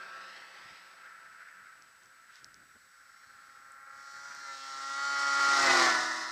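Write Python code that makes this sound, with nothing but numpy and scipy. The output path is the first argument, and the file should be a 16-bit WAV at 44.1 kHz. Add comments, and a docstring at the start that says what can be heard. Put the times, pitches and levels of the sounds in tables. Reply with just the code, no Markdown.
"""Open snow on a frozen lake, two snowmobiles, a small camera with faint hiss, whine, ticks and soft buffets.
At first one sled drones away from about 33 m: a thin two-stroke note over fading track clatter and snow hiss.
From about 2.7 s a second takes over, some 70 m out; its muffled treble opens up near 4 s, its throttle eases
near 4.5 s, and at 5.8 s it races by 4 m from the microphone and drops in pitch. Exhausts are harmonics of
the crankshaft, the track is a hum of its lugs with coloured noise for clatter, and thrown snow is a hiss."""
import sys
import numpy as np
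from scipy import signal
from scipy.fft import rfft, irfft, next_fast_len
from scipy.io import wavfile

SR = 44100
rng = np.random.default_rng(int(sys.argv[2]) if len(sys.argv) > 2 else 0)


def generate_wav(sig):
    """Save sig (samples, or channels by samples) to the path in sys.argv[1] as 16-bit PCM at SR."""
    pcm = np.round(np.clip(np.atleast_2d(sig).T, -1, 1) * 32767).astype(np.int16)
    wavfile.write(sys.argv[1], SR, pcm)


N = 278271
TIME = np.arange(N) / SR  # [s]

# Spectra give relative levels: each finished note or noise is scaled to rms 1 before its own level is set.
# camera hiss: (frequency [Hz], density [dB per Hz])
CAMERA_HISS = [(30, -14), (90, -16), (250, -27), (600, -7), (1500, 9), (3200, -1.5), (5000, 2), (7300, -2),
               (8700, -2), (9400, -9), (10200, -4), (12000, -10), (14500, -5), (15500, -18)]
# whine of the camera's electronics: (frequency [Hz], rms level [dB])
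WHINE = [(7838, -90), (7897, -72), (7957, -93)]
# colour of the low buffets: (frequency [Hz], density [dB per Hz])
BUFFET_COLOUR = [(25, -26), (45, 0), (70, -0.5), (150, 2), (280, -1), (450, -5.5), (900, -12)]
# soft low buffets on the camera: (time [s], half length [s], level [dB])
BUFFETS = [(0.659, 0.0061, -62.5), (0.724, 0.01, -63), (1.62, 0.034, -76), (2.462, 0.037, -71.5),
           (2.616, 0.047, -73.5), (2.761, 0.0081, -67.5), (4.384, 0.024, -75)]
# ticks of the camera housing: (time [s], peak level [dB], ring frequency [Hz])
TICKS = [(1.823, -42, 5500), (2.0347, -50, 6040), (2.0585, -49, 5650), (2.3571, -41.5, 5200),
         (2.4448, -31.5, 5300), (2.5434, -39, 5460), (3.7207, -43.5, 8140), (4.3494, -36, 6100)]
# brief rustle at the camera: time and half length [s], level [dB]
RUSTLE_S, RUSTLE_LENGTH_S, RUSTLE_DB = 2.365, 0.055, -60
TOP_HZ = 15330  # upper limit of the camera

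# sled going away: crankshaft rate and distance at the start
LEAVING_HZ, LEAVING_START_M = 132.4, 32.7
# exhaust note from far behind: (multiple of the crankshaft rate, level [dB])
NOTE_FAR = [(2, -28), (4, -14.5), (5, -18.5), (7, -27), (9, -8.5), (10, 1), (12, -4.5), (14, -19)]
# uneven hum of the lugs of the far track: (multiple of the lug rate, level [dB])
LUGS_FAR = [(1, -8.5), (2, -8.5), (5, -5.5), (6, 5.5), (9, -17), (14, 3)]
# low rumble of either track: (frequency [Hz], density [dB per Hz])
RUMBLE = [(30, -43), (70, -20), (130, -10), (220, -11.5), (340, -1), (480, -3), (700, 2), (1000, 8),
          (1200, 0.5), (1450, 2), (1900, -49)]
# track clatter at a distance: (frequency [Hz], density [dB per Hz])
CLATTER_FAR = [(700, -44), (1150, -26), (1320, 1), (1550, 1), (1780, -4), (2000, -7), (2300, -13),
               (2700, -27), (3600, -63)]
# changes in the far clatter: (time [s], half length [s], gain [dB])
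SWELLS = [(0.083, 0.21, -0.5), (1.09, 0.11, 6.5), (1.535, 0.33, 11), (2.44, 0.4, 10.5)]
# bursts of snow thrown by the leaving sled: (time [s], half length [s], gain [dB])
BURSTS = [(0.325, 0.16, 5.5), (0.706, 0.18, 6.5)]

# the pass: closest approach, speed of both sleds, gap to the camera, moment the second sled takes over
PASS_S, SPEED_M_S, CLOSEST_M, HANDOVER_S = 5.769, 22.5, 4.2, 2.73
# passing engine, eased on the way in and again as it goes by: (time [s], crankshaft rate [Hz])
ENGINE = [(3.65, 127.1), (4.12, 129.3), (4.31, 131.5), (4.57, 126.2), (4.79, 126.8), (5.05, 130.9),
          (5.38, 131.1), (5.52, 131.7), (5.76, 131), (5.92, 129), (6.31, 130.4)]
FULL_THROTTLE_HZ, LOAD_DB_PER_HZ = 131.1, 0.67  # exhaust and clatter are quieter below this rate
EASED_S, EASED_LENGTH_S = 4.51, 0.26  # the exhaust takes on its eased colour
# exhaust note from ahead: (multiple of the crankshaft rate, level [dB])
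NOTE_AHEAD = [(4, -19.5), (5, -24), (6, -11), (7, -23), (8, -7.5), (9, -5), (10, 3.5), (11, -48), (12, -16),
              (13, -25), (14, -6.5), (15, -24), (16, -15), (18, -23.5)]
# exhaust note with the throttle eased: (multiple of the crankshaft rate, level [dB])
NOTE_EASED = [(1, -32), (2, -52), (3, -39), (4, -15), (5, -19), (6, -9.5), (7, -12), (8, -21), (9, -9),
              (10, 7), (11, -33), (12, -20), (13, -4.5), (14, -19), (15, -3.5), (16, -18), (17, -13),
              (18, -23)]
# exhaust note from the side: (multiple of the crankshaft rate, level [dB])
NOTE_SIDE = [(4, -8), (5, -1.5), (6, 2.5), (7, -18), (8, -5), (9, 3), (10, -4), (11, 7), (12, -23),
             (13, -14), (14, 2), (15, 6.5), (16, -30), (17, -9), (19, -8.5)]
# exhaust note from behind: (multiple of the crankshaft rate, level [dB])
NOTE_BEHIND = [(1, -39), (2, -32), (3, -14.5), (4, -33), (5, -8.5), (6, -5), (7, -22), (8, -3), (9, -1.5),
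               (10, -0.5), (11, -1), (12, 3.5), (13, -16), (14, 4.5), (15, 0.5), (16, -0.5), (17, -2.5)]
# upper exhaust partials: (frequency [Hz], level [dB])
RASP = [(2500, -4.5), (2800, -9), (3070, -6.5), (3400, -6), (4100, -4), (4450, 0), (4900, -5), (5600, 1.5),
        (6400, -22), (7500, 4.5)]
# hum of the lugs of the near track: (multiple of the lug rate, level [dB])
LUGS_NEAR = [(1, 5.5), (2, 1), (3, 5), (4, -21)]
# track clatter close by: (frequency [Hz], density [dB per Hz])
CLATTER_NEAR = [(700, -41), (1100, 1), (1380, 5.5), (1620, -2.5), (1850, 4), (2050, 2.5), (2250, -21),
                (2700, -17.5), (3600, -31)]
# thrown snow from ahead: (frequency [Hz], density [dB per Hz])
SPRAY_AHEAD = [(2000, -25), (2700, -9.5), (3400, -4.5), (4400, 0.5), (5600, 0.5), (7000, -1.5),
               (8600, -8.5), (9800, -22.5), (13000, -31.5), (15300, -26)]
# thrown snow from alongside: (frequency [Hz], density [dB per Hz])
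SPRAY_ALONGSIDE = [(1410, -10), (2400, 0.5), (2460, -8.5), (3080, -3.5), (3320, -7.5), (3680, -2),
                   (5330, 0), (7160, -10.5), (9100, -21.5), (10200, -30.5), (13200, -37), (14600, -31),
                   (15300, -39)]
# thrown snow from behind: (frequency [Hz], density [dB per Hz])
SPRAY_BEHIND = [(2000, -24), (2600, -6), (3200, -18), (3600, -1.5), (4400, -3.5), (5200, 3), (6400, -6),
                (8500, -15), (10200, -26.5), (13000, -38), (15300, -33)]
BEAM_POWER = 2.78  # how narrowly the sound is aimed along the sled
# parts of the passing sled, each:
# (level alongside [dB], gain ahead [dB], gain behind [dB], loss over snow [dB per m])
EXHAUST_PART = (-25.5, 9.5, -7, 0.41)
BOOM_PART = (-47, 2, -8.5, 0.56)
RASP_PART = (-41, 8.5, -4.5, 0.17)
LUG_PART = (-35.5, -16.5, -7.5, 0.5)
RUMBLE_PART = (-32.5, -8.5, -9, 0.32)
CLATTER_PART = (-29, -3.5, -5, 0.02)
SPRAY_PART = (-29.5, -1, -5.5, 0.32)
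# the treble of the approach is muffled, most of all just before it opens up
OPENS_S, MUFFLED_DB, DIP_S, DIP_LENGTH_S, DIP_DB = 3.93, -6, 3.79, 0.19, -9.5
# from that dip until this moment the lower half of the rasp is weak against the upper
LOW_RASP_OPENS_S, LOW_RASP_DB = 4.5, -7.5


def undb(db):
    """Decibels to gain."""
    return 10 ** (np.asarray(db) / 20)


def unit(x):
    """Scale to rms 1."""
    return x / np.sqrt(np.mean(x ** 2))


def curves(table):
    """Each column of a table, joined by straight lines in time."""
    s, *columns = np.transpose(table)
    return [np.interp(TIME, s, column) for column in columns]


def step(at_s, width_s):
    """Smooth rise from 0 to 1."""
    return .5 + .5 * np.tanh((TIME - at_s) / width_s)


def bump(at_s, width_s):
    """Smooth swell to 1 and back."""
    return np.exp(-((TIME - at_s) / width_s) ** 2)


def walk(rate):
    """Random wander with a spread near 1, given a new target `rate` times a second."""
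    knots = rng.standard_normal(4096)
    return 1.17 * np.interp(TIME * rate, np.arange(len(knots)), knots)


def gain_at(hz, points):
    """Gain of a (Hz, dB) spectrum at given frequencies; it falls 40 dB in the octave beyond each end."""
    f, db = np.transpose(points)
    edges_hz = np.r_[f[0] / 2, f, f[-1] * 2]
    edges_db = np.r_[db[0] - 40, db, db[-1] - 40]
    return undb(np.interp(np.log(hz + 1e-3), np.log(edges_hz), edges_db))


def colour(x, points):
    """Filter by a (Hz, dB) spectrum."""
    size = next_fast_len(N)
    hz = np.arange(size // 2 + 1) * SR / size
    return irfft(rfft(x, size) * gain_at(hz, points), size)[:N]


def noise(points):
    """Coloured noise of rms 1."""
    return unit(colour(rng.standard_normal(N), points))


def rotation(hz, jitter):
    """Turns made by a shaft whose rate jitters from cycle to cycle."""
    return np.cumsum(hz * (1 + jitter * walk(130))) / SR


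def partials(turns, multiples, gains, flutter_db, flutter_rate):
    """Harmonics of a rotation; moving air and uneven snow make each one swell and fade."""
    out = 0
    for k, gain in zip(multiples, gains):
        # the pipe delays each harmonic by its own amount and so smears the pulse
        cycles = k * turns + k ** 3 / np.sqrt(131)
        angle = (2 * np.pi * (cycles % 1)).astype(np.float32)
        flutter = undb(flutter_db * walk(flutter_rate))
        out = out + gain * flutter * np.sin(angle)
    return unit(out)


def note(turns, orders, flutter_db, flutter_rate):
    """Partials of a rotation from a (multiple, dB) table."""
    multiples, db = np.transpose(orders)
    return partials(turns, np.round(multiples), undb(db), flutter_db, flutter_rate)


def throb(turns, depth, slap_db, slap_rate):
    """Loudness of running gear: surges with the two firings of each turn, and uneven slaps of the track."""
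    firing = 1 + depth * (np.cos(4 * np.pi * turns) + 0.77 * np.cos(2 * np.pi * turns))
    return unit(firing * undb(slap_db * walk(slap_rate)))


def spreading(metres, from_m, loss_db_per_m):
    """Gain of a sound that thins out with distance and is soaked up by the snow."""
    return from_m / metres * undb(-loss_db_per_m * (metres - from_m))


def camera_ticks():
    """Dry ticks: the plastic housing rings for only a few cycles, with a weak overtone."""
    ticks = np.zeros(N)
    for s, db, hz in TICKS:
        age = np.maximum(TIME - s, 0)
        swing = age / 0.00017  # the envelope peaks after 0.17 ms
        overtone = undb(-17.5) * np.sin(2 * np.pi * 1.87 * hz * age)
        ring = np.sin(2 * np.pi * hz * age) + overtone
        ticks += undb(db) * swing * np.exp(1 - swing) * ring
    return ticks


def camera_buffets():
    """Low noise swelling briefly, over a faint flutter that grows as the second sled nears."""
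    swell = sum(undb(db) * np.exp(-.5 * ((TIME - s) / length) ** 2) for s, length, db in BUFFETS)
    flutter = undb(-81 + 3.1 * walk(16) + 3 * step(4.1, 0.3))
    return (swell + flutter) * noise(BUFFET_COLOUR)


def camera():
    """Right at the microphone: noise for hiss and rustle, steady sines for whine, buffets and ticks."""
    hiss = undb(-67.0) * noise(CAMERA_HISS)
    whine = 0
    for hz, db in WHINE:
        whine = whine + undb(db) * np.sqrt(2) * np.sin(2 * np.pi * (hz * TIME + rng.random()))
    rustle_noise = noise([(1200, 4), (2700, -2), (5500, -3), (9000, -18)])
    rustle = undb(RUSTLE_DB) * bump(RUSTLE_S, RUSTLE_LENGTH_S) * rustle_noise
    return hiss + whine + camera_buffets() + rustle + camera_ticks()


def snow_echo(gear, metres):
    """The snow returns an inverted echo; its lag shrinks with distance and sweeps a comb upwards."""
    lag_s = 0.001038 * LEAVING_START_M / metres
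    echo = 0.38 * bump(0.3, 0.55)
    return (gear - echo * np.interp(TIME - lag_s, TIME, gear)) / np.sqrt(1 + echo ** 2)


def leaving_sled():
    """The first machine, already far: crankshaft harmonics that outlast the noise of the track and snow."""
    metres = LEAVING_START_M + SPEED_M_S * TIME

    def faded(loss_db_per_m):
        return spreading(metres, LEAVING_START_M, loss_db_per_m)

    turns = rotation(LEAVING_HZ * (1 + 0.002996 * walk(3)), jitter=0.00772)
    # the note is lifted at the start and swells once more from far away
    exhaust = undb(-51 + 4 * bump(0, 0.2) + 14 * bump(4.0, 0.75)) * faded(0.16)
    exhaust = exhaust * note(turns, NOTE_FAR, flutter_db=3.3, flutter_rate=20)
    lug_turns = rotation(185.8 * (1 + 0.0032 * walk(3)), jitter=0.0093)  # lugs a second
    lugs = undb(-59.5) * faded(0.24) * note(lug_turns, LUGS_FAR, flutter_db=2.5, flutter_rate=8.87)
    rumble = undb(-57.5) * faded(0.24) * noise(RUMBLE)
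    swell_db = sum(db * bump(s, length) for s, length, db in SWELLS)
    clatter = undb(-51.0 + swell_db) * faded(0.19) * noise(CLATTER_FAR)
    burst_db = sum(db * bump(s, length) for s, length, db in BURSTS)
    snow = noise([(1900, 8), (2250, 1.0), (2620, 1.5), (3400, -3), (5200, -1.5), (6500, -15.5), (8500, -22)])
    snow *= undb(-55.0 + burst_db) * faded(0.18)
    gear = (rumble + clatter + snow) * throb(turns, depth=0.032, slap_db=1.0, slap_rate=70)
    track_fade = np.sqrt(1 - step(HANDOVER_S, 0.087))
    return exhaust + track_fade * (lugs + snow_echo(gear, metres))


def path():
    """Distance of the passing sled, and its heading: 1 coming straight on, -1 going away."""
    to_go = SPEED_M_S * (PASS_S - TIME)
    metres = np.hypot(to_go, CLOSEST_M)
    return metres, to_go / metres


def carried(part):
    """Gain of one part of the passing sled, from its distance and the side that faces the camera."""
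    db, ahead_db, behind_db, loss_db_per_m = part
    metres, heading = path()
    aimed_db = np.where(heading > 0, ahead_db, behind_db) * np.abs(heading) ** BEAM_POWER
    return undb(db + aimed_db) * spreading(metres, CLOSEST_M, loss_db_per_m)


def thrown_snow():
    """Hiss of the snow, whose colour turns with the side of the sled that faces the camera."""
    arrived, gone = step(5.35, 0.65), step(5.97, 0.083)
    beside = np.sqrt(1 - gone) * noise(SPRAY_ALONGSIDE) + np.sqrt(gone) * noise(SPRAY_BEHIND)
    return np.sqrt(1 - arrived) * noise(SPRAY_AHEAD) + np.sqrt(arrived) * beside


def track_clatter():
    """Coloured noise of the track, its far colour giving way to the near one as the sled closes in."""
    near = step(4.73, 0.37)
    return np.sqrt(1 - near) * noise(CLATTER_FAR) + np.sqrt(near) * noise(CLATTER_NEAR)


def track_lugs(shaft_hz):
    """Hum of the lugs, at a fixed ratio to the engine, but the track passes 0.06 s later."""
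    lug_hz = 2.65 * np.interp(TIME - .06, TIME, shaft_hz)
    return note(rotation(lug_hz, jitter=0.0101), LUGS_NEAR, flutter_db=2.5, flutter_rate=19)


def singing_drive(turns):
    """Two high multiples of the crankshaft: the drive sings under full load, from about 5.0 to 5.5 s."""
    full_load = step(5.0, .06) * (1 - step(5.5, .06))
    return full_load * note(turns, [(22, -6), (32, 0)], flutter_db=0.0, flutter_rate=9)


def exhaust_rasp(turns, shaft_hz):
    """Upper partials of the exhaust; two cylinders fire in turn, so even multiples are the stronger ones."""
    upper = np.arange(19, 53)
    odd_db = -3 * (upper % 2)
    gains = gain_at(upper * np.median(shaft_hz), RASP) * undb(odd_db)
    low = undb(LOW_RASP_DB * step(DIP_S, 0.17) * (1 - step(LOW_RASP_OPENS_S, 0.05)))
    gains = [gain * low if k < 30 else gain for k, gain in zip(upper, gains)]
    return partials(turns, upper, gains, flutter_db=3, flutter_rate=11)


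def exhaust_note(turns, alongside):
    """Crankshaft harmonics that change with the throttle and with the side that faces the camera."""
    eased = 0.81 * bump(EASED_S, EASED_LENGTH_S)
    behind = step(PASS_S, 0.04)
    ahead = (1 - eased) * note(turns, NOTE_AHEAD, flutter_db=0.9, flutter_rate=12)
    ahead += eased * note(turns, NOTE_EASED, flutter_db=4.5, flutter_rate=10)
    rear = undb(3) * note(turns, NOTE_BEHIND, flutter_db=2, flutter_rate=16)
    side = note(turns, NOTE_SIDE, flutter_db=4.5, flutter_rate=30)
    along_path = (1 - behind) * ahead + behind * rear
    return (1 - alongside) * along_path + alongside * side


def passing_sled():
    """The second machine comes from far off, is roughest alongside and drops in pitch by the Doppler shift."""
    engine_hz, = curves(ENGINE)
    _, heading = path()
    shaft_hz = engine_hz / (1 - heading * SPEED_M_S / 343)  # speed of sound [m/s]
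    load = undb(LOAD_DB_PER_HZ * (engine_hz - FULL_THROTTLE_HZ))
    treble = undb(MUFFLED_DB * (1 - step(OPENS_S, 0.062)) + DIP_DB * bump(DIP_S, DIP_LENGTH_S))
    alongside = bump(5.73, 0.16)
    turns = rotation(shaft_hz, jitter=.001 + .0025 * alongside)
    exhaust = load * carried(EXHAUST_PART) * exhaust_note(turns, alongside)
    # right alongside, the note growls
    exhaust *= 1 + 0.21 * alongside * walk(140)
    # two firings a turn make the boom
    boom = carried(BOOM_PART) * partials(turns, [2], [1], flutter_db=1.0, flutter_rate=14)
    rasp = treble * carried(RASP_PART) * exhaust_rasp(turns, shaft_hz)
    drive = undb(-50.0) * singing_drive(turns)
    lugs = carried(LUG_PART) * track_lugs(shaft_hz)
    rumble = carried(RUMBLE_PART) * noise(RUMBLE)
    clatter = load * carried(CLATTER_PART) * track_clatter()
    gear = (rumble + clatter) * throb(turns, depth=0.11, slap_db=1.5, slap_rate=90)
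    spray = treble * carried(SPRAY_PART) * thrown_snow()
    spray *= throb(turns, depth=0.021, slap_db=1.03, slap_rate=110)
    fade_in = np.sqrt(step(HANDOVER_S, 0.36))
    return fade_in * (exhaust + boom + rasp + drive + lugs + gear + spray)


def scene():
    """Open snow gives no reverberation: just the camera and the two sleds."""
    return (camera() + leaving_sled() + passing_sled())[None]


def record(dry):
    """The camera cuts the top with a steep low-pass."""
    low_pass = signal.ellip(10, .2, 80, TOP_HZ, fs=SR, output="sos")
    return signal.sosfilt(low_pass, dry)


dry = scene()
out = record(dry)
generate_wav(out)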